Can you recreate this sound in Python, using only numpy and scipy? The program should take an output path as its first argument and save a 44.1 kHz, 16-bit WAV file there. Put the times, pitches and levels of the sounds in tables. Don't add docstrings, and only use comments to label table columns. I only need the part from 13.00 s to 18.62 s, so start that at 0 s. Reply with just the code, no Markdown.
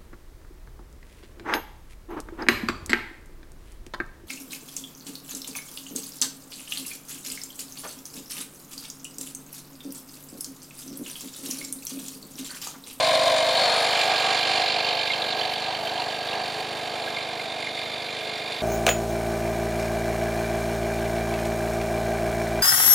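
import sys
import numpy as np
from scipy import signal
from scipy.fft import rfft, irfft, next_fast_len
from scipy.io import wavfile

SR = 44100
rng = np.random.default_rng(int(sys.argv[2]) if len(sys.argv) > 2 else 0)


def waveform_to_disk(signal):
    frames = np.transpose(np.atleast_2d(signal))
    scaled = np.clip(frames, -1, 1) * 32767
    samples = np.round(scaled).astype(np.int16)
    wavfile.write(sys.argv[1], SR, samples)


N = 247842

# time_s, firing_hz, level_db
CAR_IDLE = [(0, 25.97, -53), (.9, 25.74, -56.5), (1.5, 26.3, -56), (2, 26.45, -57.5), (2.6, 26.04, -56.5),
            (3.6, 26.32, -56), (4.4, 25.97, -58), (5.62, 26.1, -58)]
EXHAUST_HARMONICS = [-17, -4, -1, 1.1, 1.5, -7.5, -2, -14, 1, -1.5, -4, -32]
# time_s, level_db
TOP_HISS = [(0, -47.5), (.9, -49.5), (1.9, -56), (2.3, -54.5), (3.9, -56), (4.4, -59), (5.62, -56.5)]
# frequency_hz, gain_db
VALVE_SPECTRUM = [(100, -49), (400, -12), (672, -3.5), (1350, -9.5), (1620, -4), (2900, -6.5), (3660, -4.5),
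                  (5560, -15.5), (9060, -28.5), (12000, -65)]
# time_s, turns_per_s
CRANK_SPEED = [(0, 47.6), (.75, 47.56), (1.05, 47.71), (1.65, 48.25), (1.95, 48.07), (2.25, 47.62),
               (2.55, 47.58), (4.05, 48.18), (4.65, 47.7), (4.95, 47.87), (5.62, 48.1)]
# time_s, gain_db, drone_lift, treble_db, leftward_lean
AT_MICROPHONE = [(0, -20, -4.5, 1, 0.5), (.5, -22, -1.5, 0.5, 0), (.65, -19.5, 1, 1.5, 0.5),
                 (.8, -21, -1.5, 2.5, 0), (.95, -21, -6.5, 2, -0.5), (1.12, -21, -0.5, 1, -1),
                 (1.18, -21.5, -7, 1, -0.9), (1.25, -21.5, -2.5, 2.5, -0.9), (1.38, -20.5, -7.5, 1, -1.1),
                 (1.42, -20, -13, -5, -1), (1.47, -21, -7.5, 1, -1), (1.6, -21, -6.5, -0.5, -1),
                 (1.7, -21, -11.5, -4.5, -1), (1.95, -22.5, -9, -6, -1.1), (2.1, -24, -12.5, -3, -1.5),
                 (2.2, -27.5, -1.5, 0, -1), (2.45, -25.5, -3, -2, -1.5), (2.55, -28, -7.5, -1, -1),
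                 (2.65, -28, -1.5, 1, -1), (2.8, -30, 0, 2, -1), (2.95, -30.5, 3.5, 4.5, -1),
                 (3.25, -30.5, -1.5, 2, -1), (3.38, -30, 4.5, 3, -1), (3.5, -31.5, 0, 4.5, -1),
                 (3.7, -33, 4, 6, -1), (4.2, -30, -3, 0.5, -1), (4.45, -31, -1.5, 1.5, -1),
                 (4.75, -30, -9, 0.5, -1), (5.62, -29.5, -9, -0.5, -1)]
# time_s, hand, thumb, distance
POSES = [(0, 0.89, 0.87, 0), (.5, 0.91, 0.73, 0.1), (.56, 0.63, 0, 0.4), (.76, 0.33, 0, 0.1),
         (.87, 0.11, 0, 0), (1.6, 0.01, 0.14, 0.13), (2.1, 0.03, 0.2, 0.28), (2.5, 0.01, 0, 0.44),
         (3.4, 0.04, 0, 0.52), (3.95, 0, 0, 0.76), (4.2, 0.08, 0, 0.8), (4.7, 0, 0, 1),
         (5.62, 0.02, 0.04, 1)]
# motor_multiple, crank_multiple, gripped_db, near_db, midway_db, far_db
HUM_TONES = [(0, 5, -50, -31, -27, -22), (0, 6, -29, -46, -50, -50), (0, 7, -41, -24, -18.5, -16),
             (0, 8, -50, -34, -28, -23), (0, 9, -32, -19, -13, -12), (0, 10, -23, -18, -19.5, -16),
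             (0, 11, -17, -19, -18, -20), (0, 12, -14, -45, -50, -40), (0, 13, -31, -17, -15, -16),
             (0, 14, -15, -18, -21, -21), (0, 15, -50, -28, -25, -22), (0, 16, -25, -22, -22, -17),
             (0, 18, -23.5, -16, -14, -18.5), (0, 19, -17, -17, -20, -20.5), (0, 20, -28, -22, -27, -28),
             (0, 21, -21, -30, -29, -33), (0, 22, -21, -35, -44, -35.5), (0, 23, -40, -24, -23, -24),
             (0, 24, -24.5, -22, -27, -27), (0, 26, -38, -33, -33, -37), (1, -1, -40, -32, -25.5, -22.5),
             (1, 3, -44, -29, -31, -25), (1, 4, -50, -27, -21, -17.5), (1, 5, -32, -28, -26, -21),
             (1, 8, -43, -18, -19.5, -17), (1, 9, -12, -45, -50, -48), (2, 3, -22, -20, -26, -21),
             (2, 4, -25, -18.5, -17, -14), (2, 5, -21, -14, -19, -17), (3, -4, -13, -25, -20, -16),
             (3, -3, -1.5, -20, -19, -15), (3, -2, -7, -12, -12, -12.5), (3, -1, -43, -15.5, -11.5, -14),
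             (3, 0, -47, -23, -17.5, -21)]
# pitch_hz, width_hz, gripped_db, near_db, midway_db, far_db, angle_turns, knock_depth
CASING_MODES = [(292, 174, -19.5, -28, -22.5, -20, 0.136, 9), (429, 89, -32, -17, -9.5, -4, 0.12, 4),
                (549, 70, 0, -8, -7, -6, 0.175, 4.5), (670, 48, 5, -18, -7, 1.5, 0.036, 9.5),
                (738.5, 89, -6.5, 3.5, 1.5, -2.5, 0.202, 8), (948, 87, -28, -6.5, -7, -11.5, 0.2, -5.5),
                (1028, 93, -0.5, -14.5, -13.5, -12.5, 0.5, 8.5),
                (1215, 207, -26.5, -8, -12.5, -13, 0.3, 2.5), (1632, 72, -13.5, -9.5, -8, -12.5, 0.52, 7.5),
                (2139, 57, -15.5, -15.5, -18, -12.5, 0.35, 9.5),
                (2385, 96, -17.5, -11.5, -14, -12.0, 0.1018, 10.5),
                (2730, 210, -48, -11, -11.0, -18, 0.2, 7), (3102, 99, -13, -11.5, -12, -17.5, 0.26, 8.5),
                (3420, 48, -17, -15, -21, -15, 0.46, 8.5), (3602, 190, -9.5, -12.5, -10.5, -6.0, 0.26, 7),
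                (3802, 116, -5.5, -7.5, -7, -10.5, 0.26, 6), (4114, 95, -7.5, -6.5, -9, -9.5, 0.32, 7),
                (4270, 81, -10, -8, -8.5, -16, 0.32, 7), (4552, 62, -25, -10, -6.5, -11, 0.15, 8.5),
                (4703, 190, -16.5, -16, -22.0, -18, 0.2, 8.5),
                (5020, 122, -21, -17.5, -24.5, -25.5, 0.22, 8),
                (5800, 900, -29, -40.0, -48, -46, 0.33, 8.5), (7106, 450, -22, -21.5, -27, -24.5, 0.27, 10),
                (8880, 740, -22.5, -30.5, -30.5, -30.0, 0.31, 11.5),
                (10170, 530, -37, -35.5, -37, -31, 0.22, 12)]
# peak_s, spread_s, pitch_hz, width_hz, relative_db
RELEASE_RINGS = [(0.63, 0.19, 4460, 83, -1), (0.63, 0.22, 4230, 130, -4), (.8, 0.089, 9700, 580, -23)]
# time_s, relative_db, centre_hz
HARD_STROKES = [(0.9594, -19.5, 2300), (1.804, -29, 4300), (1.9486, -23, 3000), (2.06, -22, 1635),
                (2.103, -17, 2180), (2.1203, -23, 3800), (2.1363, -18, 2960), (2.1806, -35, 4600),
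                (2.221, -20, 3850), (2.242, -23.5, 3810), (2.2627, -30, 4180), (2.3077, -27, 4200),
                (2.3264, -23, 3770), (2.3677, -32, 4580), (2.3948, -26, 4080), (2.4144, -21, 3110),
                (2.452, -29, 3840), (2.476, -35, 3830), (2.4935, -30, 3930), (2.5393, -26.5, 4560),
                (2.5588, -26, 3560), (2.5826, -29, 3630), (2.6234, -35, 3970), (2.644, -32, 4500),
                (2.685, -30, 3840), (2.708, -32, 3100), (2.75, -25, 3100), (2.8536, -30, 3820),
                (2.8733, -21, 3070), (2.8953, -28, 3890), (2.918, -32, 4060), (2.957, -31, 2900),
                (2.9783, -26, 3150), (3.0003, -27, 4260), (3.021, -24, 2750), (3.0842, -31, 4500),
                (3.1031, -24, 3160), (3.145, -30, 3640), (3.208, -30, 3100), (3.2891, -25, 3600),
                (3.3317, -22.5, 2900), (3.349, -29, 2450), (3.3734, -37, 3700), (3.416, -33, 4270),
                (3.437, -31, 4290), (4.076, -26, 1640), (4.094, -29, 1640), (4.164, -26, 2420),
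                (4.170, -22, 2180), (4.186, -29, 2420), (4.21, -28, 2300), (4.3972, -25, 2125),
                (4.4393, -30, 2137), (4.5866, -32, 2154), (4.6276, -21.5, 2174), (4.6708, -22.5, 2125),
                (4.7498, -32, 3660), (4.7746, -29, 2120), (4.817, -29, 2087), (4.861, -30, 2140),
                (4.9032, -33, 2144), (5.0054, -33, 2140), (5.0898, -26, 2400)]
# frequency_hz, gain_db
LEAN_SPECTRUM = [(60, -8), (250, 9), (600, -13), (1300, 10), (2400, 13.5), (4400, 8), (8000, -42)]
# frequency_hz, side_minus_mid_db
SCATTER_SPECTRUM = [(60, -33), (200, -15.5), (700, -17), (1290, -9.5), (2380, -18), (4400, -49),
                    (8120, -18.5), (15000, 21)]
# frequency_hz, gain_db
BREEZE_SPECTRUM = [(15, -3), (35, .1), (70, -5), (150, -50)]
RUMBLE_SPECTRUM = [(50, -6), (120, 7), (300, 3), (450, -28)]
TOP_HISS_SPECTRUM = [(8000, -1), (10500, 5), (15500, 0)]

GEAR_RATIO = 60 / 11
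PANEL_LOW_HZ, PANEL_HIGH_HZ = 900, 1300
TREBLE_HZ, NARROW_WIDTH_HZ = 6000, 88
SIDE = np.array([[1], [-1]])


def undb(db):
    return np.exp(np.asarray(db) * (np.log(10) / 20))


def curves(table):
    times, *columns = np.transpose(table)
    return [np.interp(np.arange(N) / SR, times, column) for column in columns]


def unit_rms(x):
    return x / np.sqrt(np.mean(x ** 2))


def ring(x, hz, width_hz):
    b, a = signal.iirpeak(hz, hz / width_hz / 1.55, SR)
    return signal.sosfilt([[*b, *a]] * 2, x)


def colour(x, spectrum):
    hz, db = np.transpose(spectrum)
    size = next_fast_len(N)
    bins_hz = np.maximum(np.fft.rfftfreq(size, 1 / SR), 1)
    gain = undb(np.interp(np.log(bins_hz), np.log(hz), db))
    return irfft(rfft(x, size) * gain, size)[..., :N]


def noise(spectrum):
    return unit_rms(colour(rng.standard_normal(N), spectrum))


def wander(per_s):
    count = int(N / SR * per_s) + 3
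    return np.interp(np.arange(N) / SR * per_s, np.arange(count), rng.standard_normal(count))


def posed_db(hz, pose, gripped_db, *free_db):
    hand, thumb, distance = pose
    grip = thumb if PANEL_LOW_HZ < hz < PANEL_HIGH_HZ else hand
    return grip * gripped_db + (1 - grip) * np.interp(distance, [0, .5, 1], free_db)


def knock(turns, angle):
    phase = 2 * np.pi * (turns - angle)
    return np.cos(phase - .5 * (1 - np.cos(phase)))


def stroke_strength(turns):
    strokes = np.arange(int(turns[-1]) + 2)
    unbalance = 1.4 * np.cos(2 * np.pi * GEAR_RATIO * strokes)
    return np.interp(turns, strokes, unbalance + 1.6 * rng.standard_normal(len(strokes)))


def breeze():
    return undb(-85) * (noise(BREEZE_SPECTRUM) + .4 * noise(BREEZE_SPECTRUM) * SIDE)


def surface_scatter(direct):
    tail = rng.standard_normal(8000) * np.exp(-np.arange(8000) / 1600)
    reflected = signal.fftconvolve(direct, tail / np.linalg.norm(tail))[:N]
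    return colour(reflected, SCATTER_SPECTRUM)


def idling_car():
    firing_hz, level_db = curves(CAR_IDLE)
    firings = np.cumsum(firing_hz) / SR - .05
    rumble = undb(-3) * noise(RUMBLE_SPECTRUM)
    exhaust = 0
    for harmonic, db in enumerate(EXHAUST_HARMONICS, start=2):
        amplitude = np.sqrt(2) * undb(db + .65 * wander(4.76))
        exhaust += amplitude * np.cos(2 * np.pi * harmonic * firings)
    return undb(level_db) * (rumble + exhaust)


def top_hiss(turns):
    mid, side = noise(TOP_HISS_SPECTRUM), noise(TOP_HISS_SPECTRUM)
    db = curves(TOP_HISS)[0] + 2 * knock(turns, .27) + 2.5 * wander(24.12)
    return undb(db) * (mid + .06 * side * SIDE)


def valve_hiss(turns, lift):
    puff = undb(2 * knock(turns, .47) + .5 * stroke_strength(turns) + .7 * lift)
    return undb(-7.5) * unit_rms(colour(puff * rng.standard_normal(N), VALVE_SPECTRUM))


def hum(turns, pose, drone):
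    hand, start_speed = pose[0], CRANK_SPEED[0][1]
    slip_cycles = .09 * (1 - hand / 2)
    tones = 0
    for motor, crank, *levels in HUM_TONES:
        order = motor * GEAR_RATIO + crank
        waver_db = (2.5 + .97 * np.log2(order / 23)) * wander(14)
        db = posed_db(order * start_speed, pose, *levels) + waver_db
        cycles = order * turns + slip_cycles * wander(9) + rng.random()
        tones += undb(db) * np.sin(2 * np.pi * cycles)
    return undb(1.5 + .46 * drone) * tones


def clacks():
    time_s, db, centre_hz = np.transpose(HARD_STROKES)
    samples = np.arange(600)
    first_hit = 21 * (samples == 0)
    bounces = .45 * rng.laplace(size=(len(time_s), len(samples)))
    contact = (first_hit + bounces) * np.exp(-samples / SR / .0088) * undb(db)[:, None]
    places = ((time_s - .002) * SR).astype(int)[:, None] + samples
    ringing = 0
    for hz, width_hz, *_ in CASING_MODES:
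        if PANEL_HIGH_HZ < hz < TREBLE_HZ:
            broad = .17 * (hz < 4900)
            focused = np.exp(-(np.log(hz / centre_hz[:, None]) / .094) ** 2)
            force = np.zeros(N)
            np.add.at(force, places, contact * (broad + focused))
            ringing += ring(force, hz, width_hz) / np.sqrt(width_hz)
    return undb(32) * ringing


def rattle(turns, repeat_share=.26, wear_turns=14.1, slots=900):
    wear = turns / wear_turns
    place = wear.astype(int) * slots + (turns % 1 * slots).astype(int)
    crossfade = wear % 1 * np.pi / 2
    old, new = np.sqrt(repeat_share / 2) * np.array([np.cos(crossfade), np.sin(crossfade)])
    fresh = np.sqrt((1 - repeat_share) / 2) * rng.laplace(size=N)
    while True:
        pattern = rng.laplace(size=(int(wear[-1]) + 2) * slots)
        yield pattern[place] * old + pattern[place + slots] * new + np.roll(fresh, rng.integers(N))


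def valve_strike(valve_turns, hz, width_hz, depth):
    weight = .35 if hz < PANEL_LOW_HZ else 1.6 if width_hz < NARROW_WIDTH_HZ else 1.1
    strength = 38 * weight * (hz < TREBLE_HZ) * (max(depth, 0) / 9) ** 3
    impulses = np.diff(np.floor(valve_turns + .05), prepend=0)
    return strength * np.maximum(impulses, 0)


def casing(turns, pose, drone, chatter, treble_db):
    stroke = stroke_strength(turns) + 1.5 * np.cos(2 * np.pi * 6 * turns)
    seating = turns + .005 * wander(40)
    clatter = rattle(turns)
    ringing = 0
    for hz, width_hz, *levels, angle, depth in CASING_MODES:
        highness = min(hz / 2470, 1)
        flicker = max(1.5 + 1.2 * highness - .22 * depth, .4) * wander(14)
        unevenness = .45 if width_hz < NARROW_WIDTH_HZ and hz > PANEL_HIGH_HZ else 1
        blow_db = .32 * depth * knock(turns, angle) + unevenness * (highness * stroke + flicker)
        force = undb(blow_db) * (next(clatter) + valve_strike(seating - angle, hz, width_hz, depth))
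        lift_db = highness * chatter + (1 - highness) * drone + (hz > TREBLE_HZ) * treble_db
        ringing += undb(posed_db(hz, pose, *levels) + lift_db) * ring(force, hz, width_hz)
    for peak_s, spread_s, hz, width_hz, db in RELEASE_RINGS:
        swell = np.exp(-((np.arange(N) / SR - peak_s) / spread_s) ** 2)
        force = undb(3.6 * knock(turns, .24)) * next(clatter)
        ringing += undb(db) * swell * ring(force, hz, width_hz)
    return undb(13) * ringing


def scene():
    turns = np.cumsum(curves(CRANK_SPEED)[0]) / SR
    gain_db, drone_lift, treble_db, leftward = curves(AT_MICROPHONE)
    pose = np.clip(curves(POSES), 0, 1)
    drone = drone_lift + 1.25 * wander(22)
    chatter = .26 * wander(22)
    running = casing(turns, pose, drone, chatter, treble_db)
    running += hum(turns, pose, drone)
    running += valve_hiss(turns, chatter + treble_db)
    compressor = undb(gain_db) * running + clacks()
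    lean = colour(compressor * (undb(leftward / 2) - 1), LEAN_SPECTRUM)
    mid = compressor + idling_car()
    side = lean + surface_scatter(mid)
    return mid + top_hiss(turns) + side * SIDE


def record(dry):
    low_cut = signal.butter(5, 74, "high", fs=SR, output="sos")
    high_cut = signal.ellip(10, .2, 70, 15500, fs=SR, output="sos")
    return signal.sosfilt(high_cut, signal.sosfilt(low_cut, dry) + breeze())


dry = scene()
out = record(dry)
waveform_to_disk(out)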